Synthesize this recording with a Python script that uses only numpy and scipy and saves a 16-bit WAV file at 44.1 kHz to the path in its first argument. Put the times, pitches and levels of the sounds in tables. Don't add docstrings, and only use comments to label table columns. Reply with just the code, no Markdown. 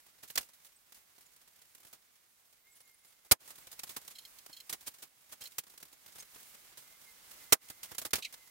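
import sys
import numpy as np
from scipy import signal
from scipy.fft import rfft, irfft, next_fast_len
from scipy.io import wavfile
from scipy.ndimage import uniform_filter1d, minimum_filter1d

SR = 44100
rng = np.random.default_rng(int(sys.argv[2]) if len(sys.argv) > 2 else 0)


def wav_out(sig):
    wavfile.write(sys.argv[1], SR, np.round(np.clip(np.atleast_2d(sig).T, -1, 1) * 32767).astype(np.int16))


def gain_from_db(level_db):
    decades = np.asarray(level_db, float) / 20
    return 10 ** decades


N = 374850
TIME = np.arange(N) / SR
BASS_HZ, TREBLE_HZ = 1780, 5900
CREST_DB = 7.5
GRAIN_DB = 1.46


def coloured(points, alike=0.1):
    hz, db = np.transpose(points)
    size = next_fast_len(N)
    bin_hz = np.arange(1, size // 2 + 2) * SR / size
    gain = gain_from_db(np.interp(np.log(bin_hz), np.log(hz), db))
    mid, side = irfft(rfft(rng.standard_normal((2, size))) * gain, size)[:, :N]
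    alike = np.clip(alike, 0, 1)
    both = np.sqrt(1 + alike) * mid + np.sqrt(1 - alike) * side * np.array([[1], [-1]])
    return both / both.std()


def split(x):
    bass, below = (signal.sosfiltfilt(signal.butter(2, hz, fs=SR, output="sos"), x)
                   for hz in (BASS_HZ, TREBLE_HZ))
    return bass, below - bass, x - below


def walk(rate):
    step = int(SR / rate)
    held = np.repeat(rng.standard_normal(N // step + 1), step)
    smooth = uniform_filter1d(uniform_filter1d(held, step), step)[:N]
    return smooth / smooth.std()


def resonant(modes, alike):
    drive = coloured([(20, 0), (20000, 0)], alike)
    out = 0
    for hz, width, db in modes:
        ring = signal.lfilter(*signal.iirpeak(hz, hz / width, SR), drive)
        out = out + gain_from_db(db) * ring / ring.std()
    return out / out.std()


def add_burst(power, s, db, rise, hold, t60):
    start = int((s - 0.003) * SR)
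    rise = max(rise, 1e-3)
    t = TIME[:min(N - start, SR // 2)] - rise
    fall_db = -60 * np.clip(t - max(hold, 0), 0, None) / max(t60, 0.01)
    envelope = np.clip(1 + t / rise, 0, 1) ** 2 * gain_from_db(db - CREST_DB + fall_db)
    power[start:start + len(t)] += envelope ** 2


def bursts(rows, colour, bass_linger):
    power = np.zeros((3, N))
    for s, db, bass_db, treble_db, rise, hold, t60 in rows:
        add_burst(power[0], s, db + bass_db, rise, hold, t60 * bass_linger)
        add_burst(power[1], s, db, rise, hold, t60)
        add_burst(power[2], s, db + treble_db, rise, hold, t60)
    out = 0
    for band_power, band in zip(power, split(colour)):
        grain = gain_from_db(GRAIN_DB * walk(400))
        out = out + np.sqrt(band_power) * grain * band
    return out


def metal(table, modes, hold, low_hz):
    power = np.zeros(N)
    for s, db, t60 in table:
        add_burst(power, s, db, 0.003, hold, t60)
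    high_pass = signal.butter(6, low_hz, "high", fs=SR, output="sos")
    return np.sqrt(power) * signal.sosfilt(high_pass, resonant(modes, alike=0.58))


def struck(table, modes, scatter_db, detune):
    out, t = np.zeros(N), TIME[:SR // 8]
    hz, _, mode_db = np.transpose(modes)
    chance = rng.standard_normal((len(table), 3, len(modes)))
    for (s, db, t60), (size, pitch, phase) in zip(table, chance):
        angle = 2 * np.pi * np.outer(hz * (1 + detune * pitch), t) + 3 * phase[:, None]
        swing = gain_from_db(mode_db + scatter_db * size) @ np.sin(angle)
        fall = gain_from_db(db - 60 * t / (0.76 * t60))
        onset = np.clip(t / 0.0022, 0, 1)
        start = int((s - 0.002) * SR)
        out[start:start + len(t)] += fall * onset * swing / gain_from_db(mode_db).sum()
    return out


def notes(rows, tremble_hz, waver_db, rate):
    out, tremble, waver = np.zeros(N), tremble_hz * walk(rate), gain_from_db(waver_db * walk(rate))
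    for s, length, from_hz, to_hz, db in rows:
        span = slice(int(s * SR), int((s + length) * SR))
        share = np.linspace(0, 1, len(out[span]))
        hz = from_hz + (to_hz - from_hz) * share + tremble[span]
        phase = 2 * np.pi * np.cumsum(hz) / SR
        soft_ends = np.sin(np.pi * share) ** 0.56
        out[span] += np.sqrt(2) * gain_from_db(db) * soft_ends * waver[span] * np.sin(phase)
    return out


# time in seconds, level in dB before bass lift and flicker.
HISS_LEVEL = [(0.0, -65.5), (0.4, -62.5), (0.62, -65), (1.85, -64.5), (2.15, -67), (2.82, -66),
              (3.34, -65.5), (3.5, -60), (4.2, -59), (4.95, -62), (5.06, -67), (5.25, -63.5), (5.56, -61),
              (5.92, -64), (6.37, -56.5), (7.01, -59), (7.4, -54), (7.74, -59), (7.93, -55), (8.07, -76),
              (8.29, -57.5), (8.5, -61.5)]
# frequency in Hz, relative level in dB per Hz.
HISS_SPECTRUM = [(18, -47), (30, 0), (76, -6), (147, -6.5), (364, -8), (1920, -4), (2130, -1.5),
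                 (2490, -4.5), (15000, -4)]


def hiss():
    db = np.interp(TIME, *np.transpose(HISS_LEVEL))
    bass, middle, treble = split(coloured(HISS_SPECTRUM, alike=0.064))
    lifts_db = 2.9 * np.clip(walk(110) - 0.6, 0, None)
    waver_db = 0.8 * walk(30)
    flickering_treble = gain_from_db(1.1 * walk(40)) * treble
    return gain_from_db(db + lifts_db + waver_db) * (gain_from_db(1.88) * bass + middle + flickering_treble)


# time in seconds, pitch in Hz, level in dB, both before waver.
WHISTLE_SPELLS = [
    [(2.63, 2030, -90), (2.67, 2095, -69), (2.705, 2145, -78), (2.74, 2170, -73), (2.79, 2150, -88),
     (2.89, 2103, -79), (3.0, 2070, -82), (3.04, 2115, -78), (3.1, 2090, -92), (3.22, 2060, -81),
     (3.3, 2050, -90)],
    [(6.04, 2107, -90), (6.08, 2110, -68), (6.14, 2110, -82), (6.2, 2167, -64.5), (6.28, 2140, -93),
     (6.78, 2130, -86), (6.87, 2105, -73), (6.96, 2120, -70), (7.02, 2110, -92), (7.08, 2100, -67),
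     (7.16, 2090, -84), (7.22, 2100, -81), (7.32, 2130, -91), (7.45, 2050, -71.5), (7.6, 2040, -79),
     (7.86, 2065, -75), (8.07, 2065, -70), (8.3, 2086, -82), (8.5, 2050, -75)],
]


def whistle():
    out, tremble_hz, waver_db = 0, 14 * walk(60), 3.5 * walk(25)
    for spell in WHISTLE_SPELLS:
        s, hz, db = np.transpose(spell)
        phase = 2 * np.pi * np.cumsum(np.interp(TIME, s, hz) + tremble_hz) / SR
        level = gain_from_db(np.interp(TIME, s, db, -200, -200) + waver_db)
        out = out + np.sqrt(2) * level * np.sin(phase)
    return out


def twitter(count):
    from_s, to_s = 2.7, 3.12
    low_hz, high_hz = 6800, 13000
    length_s, sag, middle_db = 0.015, 0.02, -73
    when, pitch, size = rng.random((count, 3)).T
    s = from_s + (to_s - from_s) * (np.arange(count) + 3 * (when - 0.5)) / count
    hz = low_hz * (high_hz / low_hz) ** pitch
    db = middle_db + 9 * (size - 0.5)
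    rows = [(t, length_s, f, f * (1 - sag), d) for t, f, d in zip(s, hz, db)]
    return notes(rows, tremble_hz=170, waver_db=4, rate=600)


# start in seconds, length in seconds, first pitch in Hz,
# last pitch in Hz, level in dB, before tremble and waver.
SQUEAK_GLIDES = [(.715, .025, 14600, 14600, -77), (.76, 0.016, 8300, 8100, -61),
                 (1.26, 0.018, 7000, 6900, -69), (2.59, .1, 14570, 14570, -74),
                 (2.71, 0.035, 8000, 7440, -68), (6.192, .012, 4900, 5030, -55),
                 (6.192, 0.027, 6250, 6460, -54.5), (6.195, .02, 8400, 8000, -57),
                 (8.247, 0.0163, 2720, 2170, -43), (8.257, 0.026, 2130, 2150, -57)]


def squeaks():
    return notes(SQUEAK_GLIDES, tremble_hz=130, waver_db=2.5, rate=450)


# time in seconds, nominal peak in dB, t60 in seconds.
RATTLE_BLOWS = [(4.155, -43.5, 0.07), (4.1856, -38, 0.056), (4.2223, -55, 0.068), (4.2522, -40.5, 0.042),
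                (4.3874, -49, 0.04), (4.5301, -43, 0.094), (4.567, -41.5, 0.079), (4.6029, -39, 0.042),
                (5.4206, -39, 0.053), (5.457, -37, 0.044)]
# frequency in Hz, width in Hz, level in dB.
RATTLE_RESONANCES = [(2130, 38, -15), (3220, 54, -2), (4200, 250, 3.5), (5180, 310, -6), (6770, 820, -6.5),
                     (7700, 170, -17)]
# frequency in Hz, width in Hz, level in dB.
CONTACT_BUZZ = (11000, 7000, 0)


def rattle():
    ring = struck(RATTLE_BLOWS, RATTLE_RESONANCES, scatter_db=1.8, detune=0.012)
    buzz = metal(RATTLE_BLOWS, RATTLE_RESONANCES + [CONTACT_BUZZ], hold=0.0046, low_hz=1820)
    return gain_from_db(1.5) * ring + gain_from_db(-1.5) * buzz


# time in seconds, nominal peak in dB, t60 in seconds.
LATCH_BLOWS = [(8.2245, -29, 0.097), (8.2485, -28, 0.053)]
# frequency in Hz, width in Hz, level in dB.
LATCH_RESONANCES = [(2580, 170, -5), (3120, 710, 2), (3980, 300, 3.5), (5800, 1200, -9), (8500, 7600, -11)]


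def latch():
    return metal(LATCH_BLOWS, LATCH_RESONANCES, hold=0.0049, low_hz=2050)


def ticks(count):
    over_hiss_db, spread_db, t60_s = 9, 2, 0.075
    when, size, bass = rng.random((count, 3)).T
    s = 0.01 + 0.98 * when * N / SR
    excess_db = over_hiss_db - spread_db * np.log(1 - size)
    db = np.interp(s, *np.transpose(HISS_LEVEL)) + excess_db
    return [(t, d, 8 * (b - 0.5), t60_s) for t, d, b in zip(s, db, bass)]


# time in seconds, nominal peak in dB,
# relative bass in dB, t60 in seconds (middle and treble).
HANDLING_KNOCKS = [(0.064, -51, 4.5, 0.087), (0.278, -45, -13, 0.24), (0.302, -35, 0.5, 0.05),
                   (0.357, -23, 0.5, .034), (0.377, -10, -2, 0.044), (0.393, -28.5, 6, 0.08),
                   (0.41, -27.5, -4, 0.08), (0.429, -33, -.5, 0.075), (0.489, -48.5, 2, 0.088),
                   (0.535, -49, -2, 0.13), (0.648, -45.5, -2, 0.12), (0.923, -42.5, 1, 0.035),
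                   (0.946, -44.5, -5, .073), (1.162, -54, -1, .06), (1.182, -50, 6, 0.084),
                   (1.209, -50, 0.5, 0.14), (1.363, -50, 0, .043), (1.618, -46.5, -3, .054),
                   (1.75, -43.5, .5, 0.031), (1.803, -52, 3, .079), (1.832, -49.5, 6, .068),
                   (1.85, -46, 3.5, .083), (1.869, -46.5, 1, .12), (1.93, -39.5, 2.5, .093),
                   (2.767, -51.5, -4, .1), (2.805, -49, 1.5, 0.073), (3.048, -52, 0, .065),
                   (3.249, -51, 5, 0.079), (3.458, -46.5, -1, 0.12), (3.477, -42, 3, 0.22),
                   (3.505, -37.5, 2.5, 0.07), (3.555, -46, -7, 0.09), (3.582, -41, 3, .051),
                   (3.671, -39.5, 2, 0.044), (3.716, -37.5, -2, .051), (3.728, -39, 0, 0.061),
                   (3.793, -29.5, -2.5, 0.035), (3.835, -28.5, 2.5, 0.036), (3.871, -42.5, 3, 0.19),
                   (3.894, -35, 1, .055), (3.907, -38.5, -2, 0.11), (3.965, -27, 2, .055),
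                   (4.014, -45.5, 2, 0.12), (4.079, -34.5, -1, 0.046), (4.109, -40, -2, 0.079),
                   (4.387, -41.5, -26, .033), (4.463, -39, 6, .021), (4.496, -47, 10, 0.055),
                   (4.696, -26.5, 1, 0.065), (4.728, -25.5, 1, 0.076), (4.809, -44, 0, 0.11),
                   (4.941, -48, -7, 0.14), (4.985, -49, 2.5, 0.21), (5.418, -39, -1, .077),
                   (5.439, -36, -5, 0.11), (5.472, -39, -6, .046), (5.521, -45, -5, .044),
                   (5.584, -21.5, -3.5, 0.049), (5.637, -44, 2, 0.037), (5.668, -46.5, 3, .066),
                   (5.699, -45, -1, .053), (5.738, -49.5, 6, 0.064), (5.777, -40, -1.5, 0.04),
                   (5.802, -46, 4, .11), (5.828, -37, 3.5, 0.041), (5.853, -46.5, 3, .06),
                   (5.929, -44.5, 2.5, 0.074), (6.062, -41, 1, 0.041), (6.079, -45.5, 2.5, 0.16),
                   (6.158, -43, 5.5, 0.14), (6.184, -39.5, 2, 0.079), (6.225, -39.5, 2, .045),
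                   (6.346, -43, -1, 0.045), (6.36, -45.5, 10.5, 0.049), (6.774, -39, 1.5, 0.14),
                   (7.686, -41.5, -4, .052), (7.701, -32, 4, 0.049), (7.832, -31.5, -2.5, 0.099),
                   (7.917, -37.5, 10, 0.048), (7.949, -36, 1, .029), (7.983, -24, -2, 0.064),
                   (8.005, -43, 1, .06), (8.017, -28.5, 4.5, .069), (8.051, -25, 2.5, 0.076),
                   (8.108, -37, -4, 0.039), (8.134, -11.5, 0.5, 0.061), (8.156, -11, -6.5, 0.078),
                   (8.183, -24, 5.5, 0.087), (8.327, -37.5, -4, .07)]
# start in seconds, nominal peak in dB, relative bass in dB, rise in seconds,
# t60 in seconds (middle and treble).
SOFT_SWELLS = [(0.225, -39, 4.5, 0.012, .083), (.664, -48.5, 0, 0.0083, 0.037),
               (3.395, -49, 4, 0.012, 0.38), (4.1, -44, -1.5, 0.0061, .05), (4.86, -28, -0.5, 0.019, 0.054),
               (5.018, -35, 0.5, .013, 0.082), (5.314, -34.5, 1.5, 0.015, 0.06),
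               (5.404, -38, 1, .011, .077), (6.198, -39.5, -14, 0.0091, .045), (8.332, -37, 1, .012, 0.04)]
# peak in dB, relative treble in dB.
TREBLE_BY_FORCE = [(-50, -0.5), (-41, -1), (-18.5, 0), (-12, -7)]
# frequency in Hz, relative level in dB per Hz.
KNOCK_SPECTRUM = [(18, -32), (30, -5.5), (2240, -3.5), (3590, -1.5), (3880, -1.5), (6540, -1), (9190, 0),
                  (15500, -0.5)]


def knocks():
    rise_s, hold_s = 0.0028, 0.0038
    blows = [(s, db, bass, rise_s, t60) for s, db, bass, t60 in HANDLING_KNOCKS + ticks(count=30)]
    rows = []
    for s, db, bass, rise, t60 in blows + SOFT_SWELLS:
        treble = np.interp(db, *np.transpose(TREBLE_BY_FORCE))
        rows.append((s, db, bass, treble, rise, hold_s, t60))
    return bursts(rows, coloured(KNOCK_SPECTRUM, alike=0.056), bass_linger=1.25)


# time in seconds, nominal crack peak in dB, relative bass in dB,
# thud of the tub in dB relative to the peak.
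PELLET_STRIKES = [(3.3144, -5.5, -0.5, -16), (7.5256, -5.5, 0, -28.5)]
# frequency in Hz, relative level in dB per Hz.
SHOT_SPECTRUM = [(18, -57), (30, -18.5), (389, -4.5), (1720, -7), (2360, -6), (2620, -8), (4310, -6),
                 (9940, -4), (15500, -6.5)]
# frequency in Hz, relative level in dB per Hz.
THUD_SPECTRUM = [(20, -8), (150, 8), (220, -13), (500, -38), (20000, -60)]


def shots():
    hold_s, crack_t60_s = 0.009, 0.04
    tail_db, tail_t60_s, tail_bass_t60_s = -20, 0.079, 0.083
    cracks, tails, thuds = [], [], []
    for s, db, bass, thud_db in PELLET_STRIKES:
        cracks.append((s, db, bass, -3, 0.0012, hold_s, crack_t60_s))
        cracks.append((s, db - 3, -8, 3, 0.0077, 0.003, 0.035))
        tails.append((s, db + tail_db, bass + 6.2, 0, 0.003, hold_s + 0.011, tail_t60_s))
        thuds.append((s, db + thud_db, 0, 0, 0.004, hold_s, 0.09))
    crack = bursts(cracks, coloured(SHOT_SPECTRUM, alike=0.028), bass_linger=1.9)
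    tail = bursts(tails, coloured(SHOT_SPECTRUM, alike=0.1), bass_linger=tail_bass_t60_s / tail_t60_s)
    thud = bursts(thuds, coloured(THUD_SPECTRUM, alike=0), bass_linger=0.46)
    return crack + tail + thud


def scene():
    right_lead_db = 3
    background = hiss() + whistle() + twitter(count=26)
    near = squeaks() + rattle() + latch() + knocks() + shots()
    return (background + near) * gain_from_db(np.array([[-right_lead_db], [right_lead_db]]) / 2)


def gain_control(x, knee_db, share, late, hold, ease):
    power = uniform_filter1d(np.mean(x ** 2, axis=0), 128)
    over_db = np.clip(10 * np.log10(power + 1e-12) - knee_db, 0, None)
    held = -minimum_filter1d(-over_db, int(hold * SR))
    eased = uniform_filter1d(held, int(ease * SR))
    delayed = np.interp(TIME - late - (hold + ease) / 2, TIME, eased)
    return x * gain_from_db(-share * delayed)


def band_limit(x):
    return signal.sosfilt(signal.butter(12, 17100, fs=SR, output="sos"), x)


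def record(dry):
    low_hz, top_hz = 36, 15850
    ducked = gain_control(dry, knee_db=-34.5, share=0.68, late=0.0073, hold=0.046, ease=0.03)
    topped = signal.sosfilt(signal.ellip(8, 0.3, 45, top_hz, fs=SR, output="sos"), ducked)
    finished = signal.lfilter(*signal.butter(1, low_hz, "high", fs=SR), topped)
    return band_limit(finished)


dry = scene()
out = record(dry)
wav_out(out)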